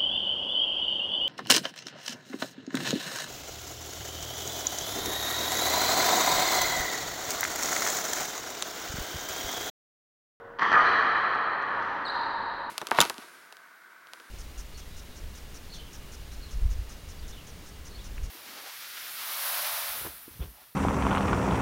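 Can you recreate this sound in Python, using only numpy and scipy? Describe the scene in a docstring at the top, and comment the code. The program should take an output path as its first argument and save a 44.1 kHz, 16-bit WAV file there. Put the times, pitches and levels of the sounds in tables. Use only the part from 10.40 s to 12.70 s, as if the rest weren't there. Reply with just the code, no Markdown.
"""A racquetball rally in a closed, hard-walled court that rings for about four seconds.
Over the hum of the ventilation, a racquet smacks the hollow rubber ball, which at once cracks against
the front wall. Rubber soles squeak as they stick and slip, then steps thud on the wood floor.
The ball bounces twice, with more squeaks in between, and at the end the floor rumbles underfoot."""
import sys
import numpy as np
from scipy import signal
from scipy.fft import rfft, irfft
from scipy.io import wavfile
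from scipy.ndimage import uniform_filter1d, minimum_filter1d

SR = 44100
rng = np.random.default_rng(int(sys.argv[2]) if len(sys.argv) > 2 else 0)


def master(y):
    """Save y as 16-bit WAV."""
    cut = np.clip(np.atleast_2d(y).T, -1, 1)
    pcm = np.round(cut * 32767)  # scale
    wavfile.write(sys.argv[1], SR, pcm.astype(np.int16))


N = 101429


def amp(db):
    """Turns decibels into a number to multiply by."""
    return 10 ** (np.asarray(db) / 20)


def read(points, hz):
    """Looks up a table's value at any frequency, on a log-frequency axis."""
    f, value = np.transpose(points)
    return np.interp(np.log(hz + 1), np.log(f + 1), value)


def add(mix, s, sound):
    """Mixes a sound in, starting at s seconds."""
    part = mix[max(round(s * SR), 0):][:len(sound)]
    part += sound[:len(part)]


def noise(gain):
    """Noise of average size (rms) 1; gain(f) says how strong each frequency is."""
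    shaped = irfft(rfft(rng.standard_normal(N)) * gain(np.fft.rfftfreq(N, 1 / SR)), N)
    return shaped / np.sqrt(np.mean(shaped ** 2) + 1e-20)


def blow(colour, modes=(), size=8192):
    """One knock: a sudden pulse with the given tone colour, plus the notes (modes) it sets ringing."""
    log_gain = np.log(amp(read(colour, abs(np.fft.fftfreq(size, 1 / SR)))))
    pulse = np.fft.ifft(np.exp(np.conj(signal.hilbert(log_gain)))).real  # energy comes at the start
    pulse /= np.linalg.norm(pulse)
    t = np.arange(size) / SR
    out = pulse.copy()
    for hz, db, fade_s in modes:
        note = np.cos(2 * np.pi * hz * t) * np.exp(-np.log(1000) * t / fade_s)
        ring = signal.fftconvolve(pulse, note)[:size]
        out += amp(db) * ring / np.linalg.norm(ring)
    return out


def echo_cluster(size=1024, spread_s=.0065):
    """One echo is a few milliseconds of scattered reflections."""
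    t = np.arange(size) / SR
    window = np.exp(-(t / spread_s) ** 2)
    burst = rng.standard_normal(size) * window
    for _ in range(4):  # even out the frequencies while keeping the burst short
        burst = irfft(np.exp(1j * np.angle(rfft(burst)))) * np.sqrt(window)
    return burst / np.linalg.norm(burst)


def court(sound, echoes, build_s):
    """The walls throw a sound back: first single echoes, then a tail that builds up and dies away."""
    # how long the court rings: f/Hz, time to fade by 60 dB/s
    ring_times = [(60, 3.2), (250, 3.77), (500, 5), (1000, 6), (1400, 3.78), (2000, 4.24), (3000, 3.73),
                  (4100, 3.28), (6000, 1.8), (8500, 1.1), (9600, .55), (12000, .45)]
    hz, frame_s, bands = signal.stft(rng.standard_normal(N), SR, nperseg=512)
    decay = np.exp(-np.log(1000) * frame_s / read(ring_times, hz)[:, None])
    response = signal.istft(bands * decay, SR, nperseg=512)[1][:N]
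    t = np.arange(N) / SR
    early_dip = amp(-2.5 * np.exp(-t / .19))  # the tail starts a little weaker
    response *= (1 - np.exp(-t / build_s)) * early_dip
    resonance_q = 1.98  # each echo loses its treble above a soft peak at top_hz
    for delay, db, top_hz in echoes:
        w = 2 * np.tan(np.pi * min(top_hz, SR / np.e) / SR)
        lowpass = signal.bilinear([w * w], [1, w / resonance_q, w * w])
        echo = signal.lfilter(*lowpass, echo_cluster())
        add(response, delay, amp(db) * np.sqrt(SR / 100) * echo)
    return signal.fftconvolve(sound, response)[:N]


def ventilation():
    """Moving air rushes steadily under a few wavering tones."""
    # tone colour of the air: f/Hz, level/dB
    air_colour = [(15, -20.5), (30, 0.5), (45, -14.5), (100, 3.5), (170, -5), (400, 2.5), (650, 1.5),
                  (1000, 4), (1500, 1.5), (1900, -2), (2300, -17.5), (3200, -19.5), (4300, -27.5),
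                  (6000, -33), (8000, -38), (12000, -39), (15500, -36)]
    # humming tones: f/Hz, start level/dB, end level/dB, waver/Hz
    hum_tones = [(30, -69, -66.5, 1.7), (466.3, -50, -61, 1.3), (554.5, -55, -52, 0.74), (956, -62, -59, 3),
                 (1069, -62.5, -60, 5.6), (1490, -58, -58.5, 3.8)]
    out = amp(-49) * noise(lambda f: amp(read(air_colour, f)))
    for hz, start_db, end_db, waver_hz in hum_tones:
        waver = noise(lambda f: 1 / (1 + (f / 6) ** 4))
        phase = 2 * np.pi * np.cumsum(hz + waver_hz * waver) / SR
        out += amp(np.linspace(start_db, end_db, N)) * np.sqrt(2) * np.sin(phase)
    return out


def floor_rumble(start_s=1.85, rise_s=.4, hz=38):
    """The floor shakes as the near player walks."""
    t = np.arange(N) / SR
    rumble = noise(lambda f: (f / hz) ** 2 / (1 + (f / hz) ** 4))
    return amp(-57.5) * np.clip((t - start_s) / rise_s, 0, 1) * rumble


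def steps():
    """Each step is a thud of the springy boards and a slap of the sole."""
    # steps: t/s, thud level/dB, slap level/dB, slap's direct sound/dB, its treble limit/Hz
    footfalls = [(.948, -54, -70.5, 13, 10500), (1.2208, -35.5, -64, 5, 6520),
                 (1.392, -40, -65.5, -6, 4020), (1.422, -39.5, -55, -3.5, 6000),
                 (1.749, -43.5, -65.5, 3, 5000), (1.824, -39, -74, -0.5, 5000),
                 (2.137, -47.5, -71, -1.5, 5000)]
    # tone colours of thud and slap: f/Hz, level/dB
    thud_colour = [(30, -19), (70, -15.5), (120, -12.5), (280, 0), (450, -7), (600, -4.5), (1000, 4.5),
                   (1750, 7.5), (2300, -12), (4000, -26.5), (8000, -73)]
    slap_colour = [(300, -20.5), (3000, 14.5), (6000, 1), (8000, -17), (10500, -6), (12000, -20.5),
                   (15000, -34)]
    # the thud's direct sound: delay/s, level/dB, treble limit/Hz
    thud_direct = [(.001, -1, 1500)]
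    thud, slap = blow(thud_colour), blow(slap_colour)
    out = np.zeros(N)
    for s, thud_db, slap_db, direct_db, top_hz in footfalls:
        slap_echoes = [(0, direct_db, top_hz), (.006, direct_db - 4.5, top_hz)]
        add(out, s, amp(thud_db) * court(thud, thud_direct, build_s=.0088))
        add(out, s, amp(slap_db) * court(slap, slap_echoes, build_s=.011))
    return out


def squeaks(jitter_depth=.022, rough_db=.5, fade_s=.004, harmonics_db=(-1.5, -35, -38)):
    """Rubber sticks and slips on varnish: a short, shaky, gliding whistle with weak overtones."""
    # squeaks: t/s, length/s, level/dB, start f/Hz, middle f/Hz, end f/Hz, direct sound/dB
    slips = [(0.446, .035, -44, 4135, 3982, 4037, 1), (0.458, .05, -48.5, 4240, 4255, 4300, 6.5),
             (1.647, 0.023, -48.5, 4420, 4280, 4110, 8.5), (1.660, .026, -46, 4130, 3830, 3794, 7),
             (1.686, 0.023, -46.5, 3960, 4103, 4140, 10), (1.678, .014, -55, 5010, 4700, 4610, 8)]
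    # echoes off the side and back walls: delay/s, level/dB, treble limit/Hz
    echoes = [(.075, -3, 8000), (.11, -5.5, 5000), (.16, -6.5, 5000)]
    out = np.zeros(N)
    for s, length, db, start_hz, mid_hz, end_hz, direct_db in slips:
        t = np.arange(0, length, 1 / SR)
        hz = np.polyval(np.polyfit([0, .5, 1], [start_hz, mid_hz, end_hz], 2), t / length)
        jitter = noise(lambda f: 1 / (1 + (f / 400) ** 2))[:len(t)]
        phase = 2 * np.pi * np.cumsum(hz * (1 + jitter_depth * jitter)) / SR
        tone = sum(amp(part_db) * np.sin(k * phase) for k, part_db in enumerate(harmonics_db, 1))
        tone *= np.sin(np.pi / 2 * np.clip(np.minimum(t, length - t) / fade_s, 0, 1)) ** 2
        tone *= amp(rough_db * noise(lambda f: 1 / (1 + (f / 200) ** 2))[:len(t)])
        tone /= np.linalg.norm(tone)
        add(out, s, amp(db) * court(tone, [(0, direct_db, 7300)] + echoes, build_s=.019))
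    return out


def floor_bounces(ring_hz=924, ring_s=.047):
    """The ball lands more softly on the wood floor and rings briefly on one note."""
    # bounces: t/s, level/dB, tail build-up/s, echo strength/dB, ring of the ball/dB
    bounces = [(1.285, -35, 0.021, -10, -7), (1.7204, -37, 0.018, -4, 2.5)]
    # direct sound and echoes: delay/s, level/dB, treble limit/Hz
    paths = [(.001, 0, 6000), (.031, 1, 1106), (.046, 0, 1600), (.082, 1, 1000), (.19, -1, 1000),
             (.279, -1, 1000)]
    # tone colour of a bounce: f/Hz, level/dB
    colour = [(50, -25), (300, -12.5), (600, -13), (830, -6), (930, -5), (1060, -4.5), (1400, -4.5),
              (1800, -3.5), (2200, -24), (3100, -21), (3700, -31.5), (5000, -34), (8000, -56.5),
              (15000, -73)]
    out = np.zeros(N)
    for s, db, build_s, echo_db, ring_db in bounces:
        echoes = [(delay, path_db + echo_db, top_hz) for delay, path_db, top_hz in paths]
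        knock = blow(colour, [(ring_hz, ring_db, ring_s)])
        add(out, s, amp(db) * court(knock, echoes, build_s))
    return out


def racquet_smack(start_s=.186):
    """The racquet strikes the ball with one sharp blow."""
    # tone colour of the smack: f/Hz, level/dB
    colour = [(50, -44), (200, -17), (430, -13.5), (560, -23), (900, -6), (1150, 0.5), (1500, -10),
              (1830, 0.5), (2200, -17.5), (2700, -25), (3200, -14.5), (3700, -29.5), (4400, -27.5),
              (5400, -35.5), (6000, -35.5), (7000, -47.5), (8000, -60), (10000, -63), (15000, -72)]
    # direct sound and first echoes: delay/s, level/dB, treble limit/Hz
    echoes = [(.0005, -16, 4000), (.007, -8, 5000), (.031, -7.5, 9000), (.034, -4, 1800),
              (.038, -3.5, 1400), (0.043, -5.5, 5000), (.055, -8, 2000), (.063, -7, 1900), (.074, -9, 1200)]
    out = np.zeros(N)
    add(out, start_s, amp(-22.5) * court(blow(colour), echoes, build_s=.025))
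    return out


def wall_crack(start_s=.3165):
    """The ball hits the front wall so hard that its hollow shell rings."""
    # tone colour of the crack: f/Hz, level/dB
    colour = [(50, -24), (160, -20), (300, -14.5), (600, -11.5), (800, -6), (1000, -5.5), (1200, 0.5),
              (1480, -2.5), (1750, -0.5), (1950, -6), (2170, -16.5), (2380, -12), (2720, -24.5),
              (3100, -19), (3650, -32.5), (4300, -24), (5400, -38.5), (6000, -35.5), (7100, -51.5),
              (7900, -63), (8700, -52.5), (10000, -49), (11500, -54.5), (15000, -76)]
    # notes of the shell: f/Hz, level against the blow/dB, time to fade by 60 dB/s
    shell_modes = [(1226, -13.5, .18), (1323, -13, 0.16), (1454, -26, 0.056), (1716, -16.5, 0.063),
                   (1900, -21.5, 0.085), (2476, -33, .06), (3026, -29.5, 0.22)]
    # direct sound and first echoes: delay/s, level/dB, treble limit/Hz
    echoes = [(.0005, -3.5, 8000), (.011, -2.5, 7000), (.021, -2.5, 1800), (0.027, -5, 1600),
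              (.038, -7, 3000), (0.046, 5, 1400), (.054, 2.5, 1350), (0.074, -6, 1400), (.079, 2, 1300)]
    out = np.zeros(N)
    add(out, start_s, amp(-21) * court(blow(colour, shell_modes), echoes, build_s=.024))
    return out


def scene():
    """Ball and shoes, coloured by one small microphone, over the background."""
    # ripples in the microphone's treble: f/Hz, gain/dB
    treble_ripples = [(4900, 0), (5450, -2.5), (5900, 2.5), (6700, -3.5), (7500, 5), (7950, -11.5),
                      (8500, 5), (9200, -4.5), (10500, -1.5), (11500, -0.5), (13000, -7)]
    rally = racquet_smack() + wall_crack() + floor_bounces() + steps() + squeaks()
    gain = amp(read(treble_ripples, np.fft.rfftfreq(2 * N, 1 / SR)))
    heard = irfft(rfft(rally, 2 * N) * gain)[:N]
    return (heard + ventilation() + floor_rumble())[None]


def record(dry, limit_db=-9.5, hold_s=.0028, top_hz=15800):
    """A limiter holds down the loudest peaks, then a filter cuts the highest treble."""
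    size = int(hold_s * SR)
    gain = np.minimum(1, amp(limit_db) / (abs(dry) + 1e-9))
    limited = dry * uniform_filter1d(minimum_filter1d(gain, size), size)
    return signal.sosfilt(signal.ellip(10, .1, 80, top_hz, fs=SR, output="sos"), limited)


dry = scene()
out = record(dry)
master(out)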